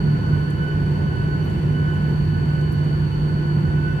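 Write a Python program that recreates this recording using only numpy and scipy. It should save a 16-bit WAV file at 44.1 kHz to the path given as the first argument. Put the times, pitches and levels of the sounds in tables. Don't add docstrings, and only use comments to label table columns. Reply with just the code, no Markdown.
import sys
import numpy as np
from scipy import signal
from scipy.fft import rfft, irfft
from scipy.io import wavfile
from scipy.ndimage import uniform_filter1d

SR = 44100
rng = np.random.default_rng(int(sys.argv[2]) if len(sys.argv) > 2 else 0)


def wav_out(sig):
    wavfile.write(sys.argv[1], SR, np.round(np.clip(np.atleast_2d(sig).T, -1, 1) * 32767).astype(np.int16))


N = 176400
TIME, FREQ = np.arange(N) / SR, np.fft.rfftfreq(N, 1 / SR)


def engine_hum():
    # t/s, f/Hz
    pitch = [(0, 149.6), (.4, 148.7), (1.0, 149.3), (2.0, 149.5), (4, 149.6)]
    # t/s, level/dB
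    level = [(0, -22), (.14, -18), (.22, -33.5), (.33, -16), (.52, -23), (.6, -26), (.72, -23),
             (1.08, -22.5), (1.18, -26), (1.27, -23), (1.88, -22), (2.02, -21), (2.6, -21.5), (3.3, -22),
             (3.65, -19), (4, -23.5)]
    return pan(-2) * amp(curve(level)) * stereo_sine(curve(pitch), lead=-.2)


def rumble_and_air():
    # f/Hz, density/(dB per Hz)
    density = [(15, -77.5), (27, -71.5), (38, -63.5), (52, -50), (70, -48), (95, -42.5), (115, -46.5),
               (135, -43.5), (190, -47), (240, -57.5), (300, -58), (365, -55.5), (450, -63.5), (540, -69.5),
               (780, -70), (950, -67.5), (1250, -76.5), (1650, -77), (1950, -78), (2400, -81.5),
               (2800, -84), (3300, -86.5), (4100, -91), (5200, -95.5), (6500, -99.2), (8400, -98.5),
               (10200, -102.3), (12700, -101.9), (14400, -110.1), (15500, -118.5)]
    # f/Hz, left minus right/dB, left-right correlation
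    image = [(40, -4, 1), (150, -1.2, 0.9), (250, -5, 0.82), (350, -1.5, 0.42), (500, 0.1, 0.47),
             (650, -4, -0.13), (990, -1, -0.28), (1400, -0.5, -0.52), (2000, -1, 0.21), (2800, -4.5, 0.064),
             (4000, -1, -0.16), (6000, -1, -0.16), (10000, -5, -0.02), (14000, -2.3, -0.36)]
    # t/s, gain/dB
    roar_gain = [(0, 1.5), (.8, 0.5), (1.7, 1), (2.3, -1.5), (3.2, -.5), (4, -1)]
    shape = amp(spectrum(density, FREQ)) * np.sqrt(SR / 2) * pan(spectrum(image, FREQ))
    air = irfft(noise_pair(spectrum(image, FREQ, axis=2)) * shape, N)
    roar = irfft(rfft(air) * band(centre_hz=360, octaves=.45), N)
    air = air + (amp(curve(roar_gain)) - 1) * roar
    patch_db, swell_db = .6, .43
    frames = signal.stft(air, nperseg=1024)[2]
    patches = uniform_filter1d(rng.standard_normal(frames.shape[1:]), size=14, axis=0)
    patches = uniform_filter1d(patches, size=8, axis=1)
    air = signal.istft(frames * amp(patch_db * patches / patches.std()))[1][:, :N]
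    return air * amp(swell_db * wander(rate_hz=2))


def turbine_blades():
    # t/s, level/dB
    blade_level = [(0, -49.5), (.33, -35), (.5, -42.5), (.65, -35), (.9, -46), (1.1, -39), (1.39, -36.5),
                   (1.6, -49), (1.78, -37), (2.03, -37), (2.22, -46), (2.4, -38.5), (2.9, -45.5),
                   (3.25, -50), (3.42, -36), (3.62, -47), (3.8, -34.5), (4, -36.5)]
    # t/s, level/dB
    octave_level = [(0, -54.5), (.5, -55), (.7, -48), (.85, -61), (1.1, -54.5), (1.25, -52.5),
                    (1.35, -63.5), (1.47, -49), (1.62, -60.5), (1.8, -49), (2.0, -50.5), (2.15, -60.5),
                    (2.35, -54), (3, -56.5), (4, -57.5)]
    # f/Hz, width/Hz, left/dB, right/dB, left-right correlation
    whines = [(882, 23, -61.5, -54.5, 0), (1474, 2.2, -50.5, -49, -.6), (1486, 45, -47.5, -46, -0.45),
              (2970, 60, -53.5, -55, 0.13), (4407, 110, -63.5, -56, 0.077), (5920, 90, -70, -69.5, 0),
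              (7430, 110, -80, -81.5, -0.054), (8310, 40, -80, -77, 0)]
    blade_hz = 1488.3
    blade = pan(-4.5) * amp(curve(blade_level)) * tone(blade_hz, lead=2.43, flutter=.36, flutter_hz=12.2)
    octave = amp(curve(octave_level)) * whistle(2 * blade_hz, jitter_hz=6.9, pan_db=.5, lead=-.12)
    return blade + octave + sum(whine(*row) for row in whines)


def whine(hz, width_hz, left_db, right_db, correlation):
    shape = 1 / (1 + ((FREQ - hz) / (.5 * width_hz)) ** 2 / 2)
    return amp([[left_db], [right_db]]) * unit(irfft(noise_pair(correlation) * shape, N))


def machinery():
    steady_hz = [247.5, 298.5, 496, 1364, 1736, 1765, 2615, 3528]
    # left/dB, right/dB, left lead/rad
    steady_tones = [(-45.5, -42.5, -0.05), (-41.5, -58.5, -1.5), (-57, -50, 0), (-61.5, -59, -2),
                    (-57.5, -63, .8), (-63, -60, -1), (-65, -70.5, 1.5), (-68.5, -70.5, 3.5)]
    # left/dB, right/dB, left lead/rad
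    harmonics = [(-60.5, -54, 3.5), (-50.5, -49, 2.5), (-52, -54, 2.5), (-50, -53.5, 2), (-65.5, -65, -2.1),
                 (-67.5, -70, -0.9), (-76.5, -63.5, -1)]
    # t/s, left/dB, right/dB
    shaft_level = [(0, -48, -51.5), (1.4, -41.5, -46), (2.1, -46, -47), (2.6, -53, -36), (3.1, -54, -41.5),
                   (3.5, -39, -33), (4, -48, -40.5)]
    # t/s, left/dB, right/dB
    gear_level = [(0, -62.5, -63), (2, -58.5, -60.5), (3.5, -70, -65), (3.85, -63, -48.5), (4, -54, -51)]
    shaft_hz, gear_hz = 345.2, 2646.5
    pitches = steady_hz + [shaft_hz * k for k in range(2, 2 + len(harmonics))]
    out = 0
    for hz, (left, right, lead) in zip(pitches, steady_tones + harmonics):
        out += amp([[left], [right]]) * tone(hz, lead, flutter=.32)
    for hz, level, lead in (shaft_hz, shaft_level, .5), (gear_hz, gear_level, -1):
        out += amp([curve(level), curve(level, axis=2)]) * tone(hz, lead, flutter=.17)
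    return out


def compressor():
    # t/s, level/dB
    main_level = [(0, -49.5), (.7, -55), (1.4, -53), (1.9, -60), (2.15, -52), (3.5, -50.5), (3.95, -59.5)]
    # t/s, level/dB
    thin_level = [(0, -77), (.4, -76), (1.0, -80), (1.9, -79), (2.1, -69), (2.4, -77), (3.0, -75.5),
                  (3.3, -76), (4, -74)]
    main = amp(curve(main_level)) * whistle(hz=4466, jitter_hz=23, pan_db=-13.5, lead=1.5)
    upper = amp(-62.5) * whistle(hz=4660, jitter_hz=8.2, pan_db=-13.5, lead=1.5)
    thin = amp(curve(thin_level)) * whistle(hz=11840, jitter_hz=45, pan_db=-12.5, lead=1.5)
    return main + upper + thin


def wheel_thuds():
    # t/s, level/dB
    joints = [(.81, -30), (2.24, -30.5), (3.22, -27), (3.9, -31)]
    airframe_hz = 54.1
    out = 0
    for peak_s, db in joints:
        rocking = unit(np.sin(2 * np.pi * (airframe_hz * TIME + rng.random())))
        out += amp(db) * swell(peak_s, width_s=.039) * rocking
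    return pan(-2) * out


def trim_ticks():
    # t/s, level/dB, decay/s, centre f/Hz, width/octaves
    ticks = [(.502, -49.5, 0.0077, 8500, .5), (1.499, -53, .006, 6500, 0.83), (1.941, -59, 0.022, 6000, .7),
             (2.611, -56, .012, 7500, .5), (2.718, -54, .008, 7500, .5), (2.721, -52, .016, 11300, .17)]
    rise_s, tail_db, tail_s = .001, -19, .03
    out = 0
    for start, db, decay_s, centre_hz, octaves in ticks:
        age = np.maximum(TIME - start, 0)
        attack = np.minimum(age / rise_s, 1)
        decay = np.exp(-age / decay_s) + amp(tail_db) * np.exp(-age / tail_s)
        snap = unit(irfft(noise_pair(0) * band(centre_hz, octaves), N))
        out += amp(db) * attack * decay * snap
    return pan(-5) * out


def trim_squeak():
    return amp(-62) * swell(peak_s=1.455, width_s=.012) * whistle(hz=12550, jitter_hz=70)


def tone(hz, lead, flutter, flutter_hz=3.4):
    pitch = hz * (1 + .00029 * wander(rate_hz=1.1))
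    phase = 2 * np.pi * np.cumsum(pitch) / SR + rng.uniform(0, 2 * np.pi)
    return unit(np.array([np.cos(phase + p) * (1 + flutter * wander(flutter_hz)) for p in (lead, 0)]))


def whistle(hz, jitter_hz, pan_db=0, lead=0):
    return pan(pan_db) * stereo_sine(hz + jitter_hz * wander(rate_hz=70), lead)


def stereo_sine(pitch_hz, lead):
    phase = 2 * np.pi * (np.cumsum(pitch_hz) / SR + rng.random())
    return unit(np.cos(phase + np.array([[lead], [0]])))


def noise_pair(correlation):
    left, other = rfft(rng.standard_normal((2, N)))
    return np.array([left, correlation * left + np.sqrt(1 - correlation ** 2) * other])


def wander(rate_hz):
    lowpass = np.exp(-.5 * (FREQ / rate_hz) ** 2) * (FREQ > 0)
    return unit(irfft(rfft(rng.standard_normal(N)) * lowpass, N))


def swell(peak_s, width_s):
    return np.exp(-.5 * ((TIME - peak_s) / width_s) ** 2)


def band(centre_hz, octaves):
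    return np.exp(-.5 * (np.log2((FREQ + 1) / centre_hz) / octaves) ** 2)


def curve(rows, axis=1):
    rows = np.array(rows)
    return np.interp(TIME, rows[:, 0], rows[:, axis])


def spectrum(rows, hz, axis=1):
    rows = np.array(rows)
    return np.interp(np.log(hz + 1), np.log(rows[:, 0] + 1), rows[:, axis])


def pan(db):
    gains = amp(np.array([[.5], [-.5]]) * db)
    return gains / np.sqrt(np.mean(gains ** 2, axis=0))


def amp(db):
    return 10 ** (np.asarray(db) / 20)


def unit(x):
    return x / np.sqrt(np.mean(abs(x) ** 2, axis=-1, keepdims=True) + 1e-30)


def scene():
    steady = rumble_and_air() + engine_hum() + machinery() + turbine_blades() + compressor()
    return steady + wheel_thuds() + trim_ticks() + trim_squeak()


def record(dry):
    fade_s, cutoff_hz = .004, 15600
    ends = np.minimum(np.minimum(TIME, TIME[::-1]) / fade_s, 1)
    lowpass = signal.firwin(511, cutoff_hz, window=("kaiser", 9), fs=SR)
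    return signal.oaconvolve(dry * np.sin(np.pi / 2 * ends) ** 2, lowpass[None], "same")


dry = scene()
out = record(dry)
wav_out(out)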